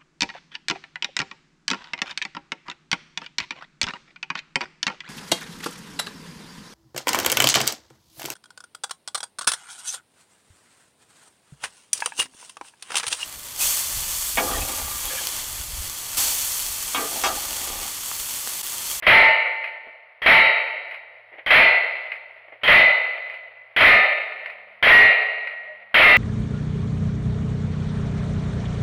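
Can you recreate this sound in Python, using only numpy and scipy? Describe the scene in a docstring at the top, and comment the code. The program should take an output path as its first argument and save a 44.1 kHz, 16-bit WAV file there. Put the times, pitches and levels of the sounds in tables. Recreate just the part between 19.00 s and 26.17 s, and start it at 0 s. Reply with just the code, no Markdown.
"""In a wood that washes quietly under a faint low hum, a lever-action rifle fires seven times from a
wooden booth. Each blast (a pulse, coloured noise) overloads a small cased camera's microphone; slaps off the
booth and a long tail from the trees follow, then a steel plate rings (decaying sines), with one dull far echo.
Before the next shot the lever clacks (short noise, ringing steel), with soft bumps of noise here and there.
A faint, short gliding tone sounds far off just before the last shot."""
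import sys
import numpy as np
from scipy import signal
from scipy.fft import rfft, irfft
from scipy.io import wavfile

SR = 44100
rng = np.random.default_rng(int(sys.argv[2]) if len(sys.argv) > 2 else 0)


def bounce(signal):
    """Save signal as a 16-bit WAV file at the path given by the first command-line argument."""
    frames = np.transpose(np.atleast_2d(signal))
    limited = np.clip(frames, -1, 1)
    pcm = np.round(limited * 32767).astype(np.int16)
    wavfile.write(sys.argv[1], SR, pcm)


N = 316197


def gain_of(db):
    """Decibels to amplitude."""
    return 10 ** (np.asarray(db) / 20)


def evened(x):
    """Scales to rms 1."""
    return x / np.sqrt(np.mean(abs(x) ** 2) + 1e-20)


def read(points, hz):
    """Reads a curve of (f/Hz, value) on a log-frequency axis."""
    f, value = np.transpose(points)
    return np.interp(np.log(hz + 1), np.log(f), value)


def add(mix, s, sound):
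    """Mixes a sound in at time s."""
    part = mix[max(round(s * SR), 0):][:len(sound)]
    part += sound[:len(part)]


def noise(points, size, dull_db=0):
    """Noise of rms 1 with a given spectrum, tilted down towards dull_db an octave well above 200 Hz."""
    hz = np.fft.rfftfreq(size, 1 / SR)
    level_db = read(points, hz) - dull_db * np.log2(1 + hz / 200)
    return evened(irfft(rfft(rng.standard_normal(size)) * gain_of(level_db), size))


def drift(size, rate):
    """Slow chance of rms 1, changing about rate times a second."""
    hz = np.fft.rfftfreq(size, 1 / SR)
    return evened(irfft(rfft(rng.standard_normal(size)) * np.exp(-(hz / rate) ** 2), size))


def colour(x, points, size=4096):
    """Causal minimum-phase filter with a given spectrum."""
    hz = abs(np.fft.fftfreq(size, 1 / SR))
    log_gain = np.log(gain_of(read(points, hz)))
    taps = np.fft.ifft(np.exp(np.conj(signal.hilbert(log_gain)))).real
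    return signal.oaconvolve(x, taps[:size // 2])[:len(x)]


# Wash of the woods all around, relative spectrum: f/Hz, level/dB per Hz
WOODS_SPECTRUM = [(30, -32), (120, -20), (280, -32), (620, -9.5), (1000, -10), (1600, -12), (2050, -3),
                  (3300, -18.5), (4300, -18.5), (7000, -23), (10000, -23), (15000, -34.5)]
# Low hum, each line fading in and staying: start t/s, fade-in t/s, f/Hz, level/dB
HUM_LINES = [(0.4, 1.9, 114.8, -69.5), (5.05, .12, 208, -66)]


def background(woods_db=-55.0, swell_db=2.0):
    """The woods as coloured noise, swelling slowly by chance, and a faint low hum of steady sines."""
    t = np.arange(N) / SR
    out = noise(WOODS_SPECTRUM, N) * gain_of(woods_db + swell_db * drift(N, 5))
    for start_s, fade_s, hz, db in HUM_LINES:
        fade_in = np.clip((t - start_s) / fade_s, 0, 1)
        out += gain_of(db) * fade_in * np.sin(2 * np.pi * hz * t)
    return out


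def far_tone(s=6.65, length_s=0.13, hz=585, arch_hz=32, db=-36):
    """A faint, short tone far off: a sine whose pitch and level rise and fall in one arch."""
    arch = np.sin(np.pi * np.linspace(0, 1, int(length_s * SR)))
    phase = 2 * np.pi * np.cumsum(hz + arch_hz * arch) / SR
    out = np.zeros(N)
    add(out, s, gain_of(db) * arch ** 2 * np.sin(phase))
    return out


# Soft knocks between shots: t/s, level/dB, rise t/s, t60/s, dullness/dB per octave
KNOCK_EVENTS = [(.864, -36, 0.0066, 0.1, 25), (2.316, -34.5, 0.012, 0.27, 9), (2.380, -29, 0.0042, 0.13, 6),
                (3.480, -38, .001, 0.09, 9.5), (3.520, -34, 0.0023, 0.15, 9),
                (3.613, -39.5, 0.0017, 0.13, 3)]
# Relative spectrum of a knock before its dulling: f/Hz, level/dB per Hz
KNOCK_SPECTRUM = [(100, -51), (260, -20), (600, 5.5), (1000, -5.5), (1500, -4), (2050, 15), (3400, 0.5),
                  (4300, -2), (7000, -38), (15000, -35)]


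def knocks():
    """Soft, blunt bumps: noise with a rounded onset that dies quickly."""
    out, t = np.zeros(N), np.arange(SR // 2) / SR
    for s, db, rise_s, t60, dull_db in KNOCK_EVENTS:
        envelope = gain_of(db - 60 * t / t60) * (1 - np.exp(-t / rise_s))
        add(out, s, envelope * noise(KNOCK_SPECTRUM, len(t), dull_db))
    return out


# Snap of steel on steel, relative spectrum: f/Hz, level/dB per Hz
STEEL_SPECTRUM = [(120, -57), (300, -25.5), (700, -4), (1500, -1), (2400, 9.5), (3400, -8.5), (4500, -6),
                  (6500, -15), (10000, -10), (11300, -32), (12500, -18.5), (16000, -36.5)]
# Ring of the action's steel parts: f/Hz, t60/s, relative level/dB
ACTION_MODES = [(2095, 0.099, -5.5), (2500, 0.084, -5.5), (2900, 0.083, -12), (3900, 0.11, -15.5),
                (4260, .09, -16.5), (11400, 0.23, -26)]


def clack(db, snap_t60=0.018, booth_db=-11, booth_t60=0.23, rise_s=0.0013, ring_db=-1.5, vary_db=4,
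          waver=.3, waver_rate=50):
    """A steel part snaps against its stop and rings unevenly, never twice alike; the booth adds a tail."""
    t = np.arange(SR // 2) / SR
    snap_and_booth = gain_of(-60 * t / snap_t60) + gain_of(booth_db - 60 * t / booth_t60)
    snap = noise(STEEL_SPECTRUM, len(t)) * snap_and_booth
    ring = np.zeros(len(t))
    for hz, t60, level in ACTION_MODES:
        mode_db = ring_db + level + vary_db * rng.uniform(-1, 1)
        ring += gain_of(mode_db - 60 * t / t60) * np.sin(2 * np.pi * (hz * t + rng.random()))
    ring *= 1 + waver * drift(len(t), waver_rate)
    return gain_of(db) * (1 - np.exp(-(t / rise_s) ** 2)) * (snap + ring)


# Cycles of the lever: bolt shuts t/s, level/dB, lever latches t/s, level/dB
LEVER_CYCLES = [(.640, -19, .674, -25), (1.910, -24.5, 1.9415, -24), (3.1175, -21, 3.1525, -28),
                (4.297, -26.5, 4.339, -25.5), (5.458, -22, 5.4985, -27.5), (6.471, -21.5, 6.5115, -31)]
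OPEN_LEAD_S, OPEN_DB = .262, -28.5  # the lever is thrown open this long before the bolt shuts
FEED_S, FEED_DB = .07, -37.5  # the cartridge rattles within this time before the bolt shuts


def lever(count=3):
    """Each cycle: lever thrown open, a cartridge rattles up, the bolt slams shut and the lever latches."""
    out = np.zeros(N)
    for shut_s, shut_db, latch_s, latch_db in LEVER_CYCLES:
        add(out, shut_s - OPEN_LEAD_S, clack(OPEN_DB))
        for place in (np.arange(count) + rng.random(count)) / count:
            add(out, shut_s - FEED_S * place, clack(FEED_DB))
        add(out, shut_s, clack(shut_db))
        add(out, latch_s, clack(latch_db))
    return out


# Crowd of weak overtones that every plate has: f/Hz, typical level of one mode/dB, relative
OVERTONE_LEVELS = [(1700, -36.5), (2400, -28), (3000, -38.5), (3500, -39.5), (4100, -22.5), (4700, -37),
                   (6500, -43.5)]


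def overtones(count=36, low_hz=1700, high_hz=6800):
    """Weak plate modes at chance pitches, spread evenly over the octaves: rows f/Hz, level/dB."""
    place = (np.arange(count) + rng.random(count)) / count
    hz = low_hz * (high_hz / low_hz) ** place
    return np.column_stack([hz, read(OVERTONE_LEVELS, hz) + 3 * rng.standard_normal(count)])


# How long plate modes ring: f/Hz, t60/s
PLATE_T60 = [(430, 1.3), (900, 1.19), (1400, 1.05), (1850, 1.42), (2150, 1.29), (2700, 1.14), (4200, 1.087),
             (14000, 1.2)]


def plate(modes, strike_db=-1.0, waver=0.31, hard_db=10, hard_s=0.18):
    """A struck steel plate: it sheds its first violent swing quickly; overlapping echoes make modes waver."""
    t, knots = np.arange(3 * SR // 2) / SR, np.linspace(0, 3 / 2, 30)
    ring = np.zeros(len(t))
    for hz, db in modes:
        wander = waver * rng.standard_normal((2, len(knots)))
        size, phase = (np.interp(t, knots, row) for row in wander)
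        swing = np.sin(2 * np.pi * (hz * t + rng.random()) + phase)
        ring += gain_of(db - 60 * t / read(PLATE_T60, hz)) * (1 + size) * swing
    return gain_of(strike_db + hard_db * np.exp(-(t / hard_s) ** 2)) * ring


def case_buzz(db=2, t60=0.32, hz=3180, width_hz=200):
    """The pressure step sets the camera's case buzzing for a moment: a narrow band of noise."""
    t = np.arange(SR // 2) / SR
    swing = drift(len(t), width_hz) + 1j * drift(len(t), width_hz)
    return gain_of(db - 60 * t / t60) * (swing * np.exp(2j * np.pi * hz * t)).imag


def burst(spectrum, db, t60, rise_s):
    """A swell of coloured noise that dies away."""
    t = np.arange(SR) / SR
    return gain_of(db - 60 * t / t60) * (1 - np.exp(-t / rise_s)) * noise(spectrum, len(t))


# Fading of the echoes, in age stretched by each shot's length factor:
# a hold, then losses for each doubling of that age and for each second of it
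ECHO_HOLD_S, SPREAD_DB_PER_DOUBLING, ABSORB_DB_PER_S = .1, 9.5, 22


def echo_fade_db(age):
    """Level of the echoes: steady while the nearest trunks answer, then lost to spreading and absorption."""
    age = np.maximum(age, ECHO_HOLD_S)
    spreading = SPREAD_DB_PER_DOUBLING * np.log2(age / ECHO_HOLD_S)
    return -spreading - ABSORB_DB_PER_S * (age - ECHO_HOLD_S)


# The blast as the woods return it, relative spectrum: f/Hz, level/dB per Hz
WOODS_RETURN = [(100, -52), (280, -31.5), (630, -5), (800, -14), (1100, -17), (1400, -10), (1650, -17.5),
                (2030, -3), (2700, -7.5), (3400, -21), (4200, -11), (5400, -33), (10500, -30),
                (15000, -57.5)]
# Fading added to the echoes by pitch: f/Hz, extra loss/dB per s
ECHO_AIR_LOSS = [(100, 10), (630, -7.5), (1200, 1.5), (2100, 0), (4000, 5), (12000, 5)]
# First slaps off the booth, broader and brighter, relative spectrum: f/Hz, level/dB per Hz
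SLAP_SPECTRUM = [(100, -27), (300, -28), (600, -2.5), (900, -7), (1400, 4), (2000, 11), (2700, 1.5),
                 (3250, 3), (3900, -2), (5000, -21), (15000, -35.5)]


def blast(db, length, lumps_db=1.0, lumps_rate=70, crack_db=10, crack_s=0.0004, slap_db=3, slap_t60=0.38,
          echoes_db=-1.5):
    """The muzzle pulse, slaps off the booth, then tree echoes whose balance of pitch shifts as they fade."""
    t = np.arange(2 * SR) / SR
    hz, age, cells = signal.stft(noise(WOODS_RETURN, len(t)), SR, nperseg=512)
    air_gain = gain_of(-read(ECHO_AIR_LOSS, hz)[:, None] * age)
    echoes = signal.istft(cells * air_gain, SR)[1][:len(t)]
    # trunks return the sound in clumps
    lumps = lumps_db * drift(len(t), lumps_rate)
    echoes *= gain_of(echoes_db + echo_fade_db(t / length) + lumps)
    echoes *= np.minimum(2 * (2 - t), 1)  # fade out over the last half second
    crack = gain_of(crack_db) * (1 - t / crack_s) * np.exp(-t / crack_s)
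    slap = gain_of(slap_db - 60 * t / slap_t60) * noise(SLAP_SPECTRUM, len(t))
    return gain_of(db) * (echoes + crack + slap)


# Shots from the booth, before the overload: t/s, blast level/dB, factor on the length of the echoes
SHOT_EVENTS = [(0.0237, 7, 0.91), (1.2186, 3, 1.018), (2.4622, 2, 1.042), (3.6340, 1, 1.077),
               (4.7633, 2.5, 1.048), (5.8263, 2.5, 1.08), (6.9428, 4.5, 1.09)]
# Steel plates: first row the modes f/Hz, then one row a hit, relative level/dB of each mode;
# where the bullet lands sets how strongly each mode rings
FIRST_PLATE = [
    [891, 1350, 1805, 1935, 2020, 2054, 2160, 2296, 2705, 2892, 3097, 3828, 4335, 4695],
    [-10, -23, -16, -20, -17, -11, -12, -8, -19, -17, -26, -27, -21, -26],
    [-17, -23, -22, -17, -19, -18, -14, -12, -19, -20, -23, -14, -22, -25],
]
SECOND_PLATE = [
    [905, 1593, 1988, 2050, 2175, 2315, 2425, 2680, 3145, 3591, 4170, 4380, 4925],
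    [-23, -24, -14, -17, -18, -22, -18, -18, -26, -26, -19, -24, -28],
]
THIRD_PLATE = [
    [905, 1290, 1975, 2019, 2175, 2439, 2935, 3149, 3591, 3704, 4371],
    [-31, -28, -18, -9, -20, -21, -22, -27, -25, -23, -24],
]
FOURTH_PLATE = [
    [430, 757, 1238, 1776, 1900, 1995, 2131, 2346, 2388, 2509, 2600, 2693, 2790, 3564, 3700, 3950, 4129],
    [-32, -22, -18, -16, -19, -18, -13, -18, -17, -20, -20, -28, -28, -27, -19, -25, -24],
    [-25, -21, -27, -20, -5, -16, -12, -15, -24, -19, -25, -28, -13, -28, -28, -21, -19],
    [-24, -25, -15, -14, -16, -6, -7, -18, -18, -19, -22, -6, -15, -25, -16, -24, -19],
]
PLATES_AS_SHOT = [FIRST_PLATE, SECOND_PLATE, THIRD_PLATE, FOURTH_PLATE]
FLIGHT_S = .095  # bullet out and ring back
# Echo dulled by distance, relative spectrum: f/Hz, level/dB per Hz
FAR_ECHO_SPECTRUM = [(150, -34), (400, -26), (620, 11), (850, -12), (1400, -26.5), (2000, -18),
                     (3500, -27.5), (8000, -59.5)]


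def shooting(splat_db=6, splat_t60=0.24, splat_lead_s=.02, far_s=.262, far_db=-15, far_t60=0.11):
    """Every shot: blast, case buzz, the bullet's splat, its plate's ring and one dull echo from far off."""
    out, hits = np.zeros(N), []
    for hz, *strikes in PLATES_AS_SHOT:
        weak = overtones()  # a plate keeps its overtones from hit to hit
        for levels in strikes:
            hits.append(np.vstack([np.column_stack([hz, levels]), weak]))
    for (s, db, length), modes in zip(SHOT_EVENTS, hits):
        add(out, s, blast(db, length))
        add(out, s, case_buzz())
        add(out, s + FLIGHT_S - splat_lead_s, burst(SLAP_SPECTRUM, splat_db, splat_t60, rise_s=0.0063))
        add(out, s + FLIGHT_S, plate(modes))
        add(out, s + far_s, burst(FAR_ECHO_SPECTRUM, db + far_db, far_t60, rise_s=0.011))
    return out


def scene():
    """Sound pressure at the camera."""
    return (background() + far_tone() + knocks() + lever() + shooting())[None]


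# Subdued start of a blast: its length, its depth at time 0, when it would have worn off
HELD_S, HELD_DB, HELD_GONE_S = .0428, -19.5, 7.56


def subdued_starts():
    """Gain that holds down the start of each blast, less and less until the last is nearly whole."""
    t = np.arange(N) / SR
    starting = sum((t > s - 1 / SR) & (t < s + HELD_S) for s, _, _ in SHOT_EVENTS)
    opening = np.interp(t, [0, HELD_GONE_S], [gain_of(HELD_DB / 2), 1]) ** 2
    return np.where(starting, opening, 1)


# Colour of the camera after its microphone overloads: f/Hz, gain level/dB
CAMERA_COLOUR = [(30, -5.5), (300, -7.5), (630, -4.5), (900, -3), (1600, -3), (2000, 0), (2500, -4.5),
                 (3150, -5.5), (4000, -15), (5000, -21), (6400, -36.5), (8000, -41.5), (10000, -22.5),
                 (15500, -24)]
EDGE_HZ = 15900  # top of the camera's band


def record(dry, ceiling_db=-6.5):
    """The microphone overloads, the camera rounds and smears the flat tops, and shots start subdued."""
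    x = dry[0]
    knee = 7  # higher bends more sharply into the ceiling
    clipped = x / (1 + abs(x / gain_of(ceiling_db)) ** knee) ** (1 / knee)
    out = colour(clipped * subdued_starts(), CAMERA_COLOUR)
    # an all-pass delays the middle of the band a little, so the peaks come out uneven
    radius, smear_hz = .9, 2300
    poles = [1, -2 * radius * np.cos(2 * np.pi * smear_hz / SR), radius ** 2]
    out = signal.lfilter(poles[::-1], poles, out)
    low_pass = signal.firwin(511, EDGE_HZ, window=("kaiser", 9), fs=SR)
    return signal.oaconvolve(out, low_pass, "same")[None]


dry = scene()
out = record(dry)
bounce(out)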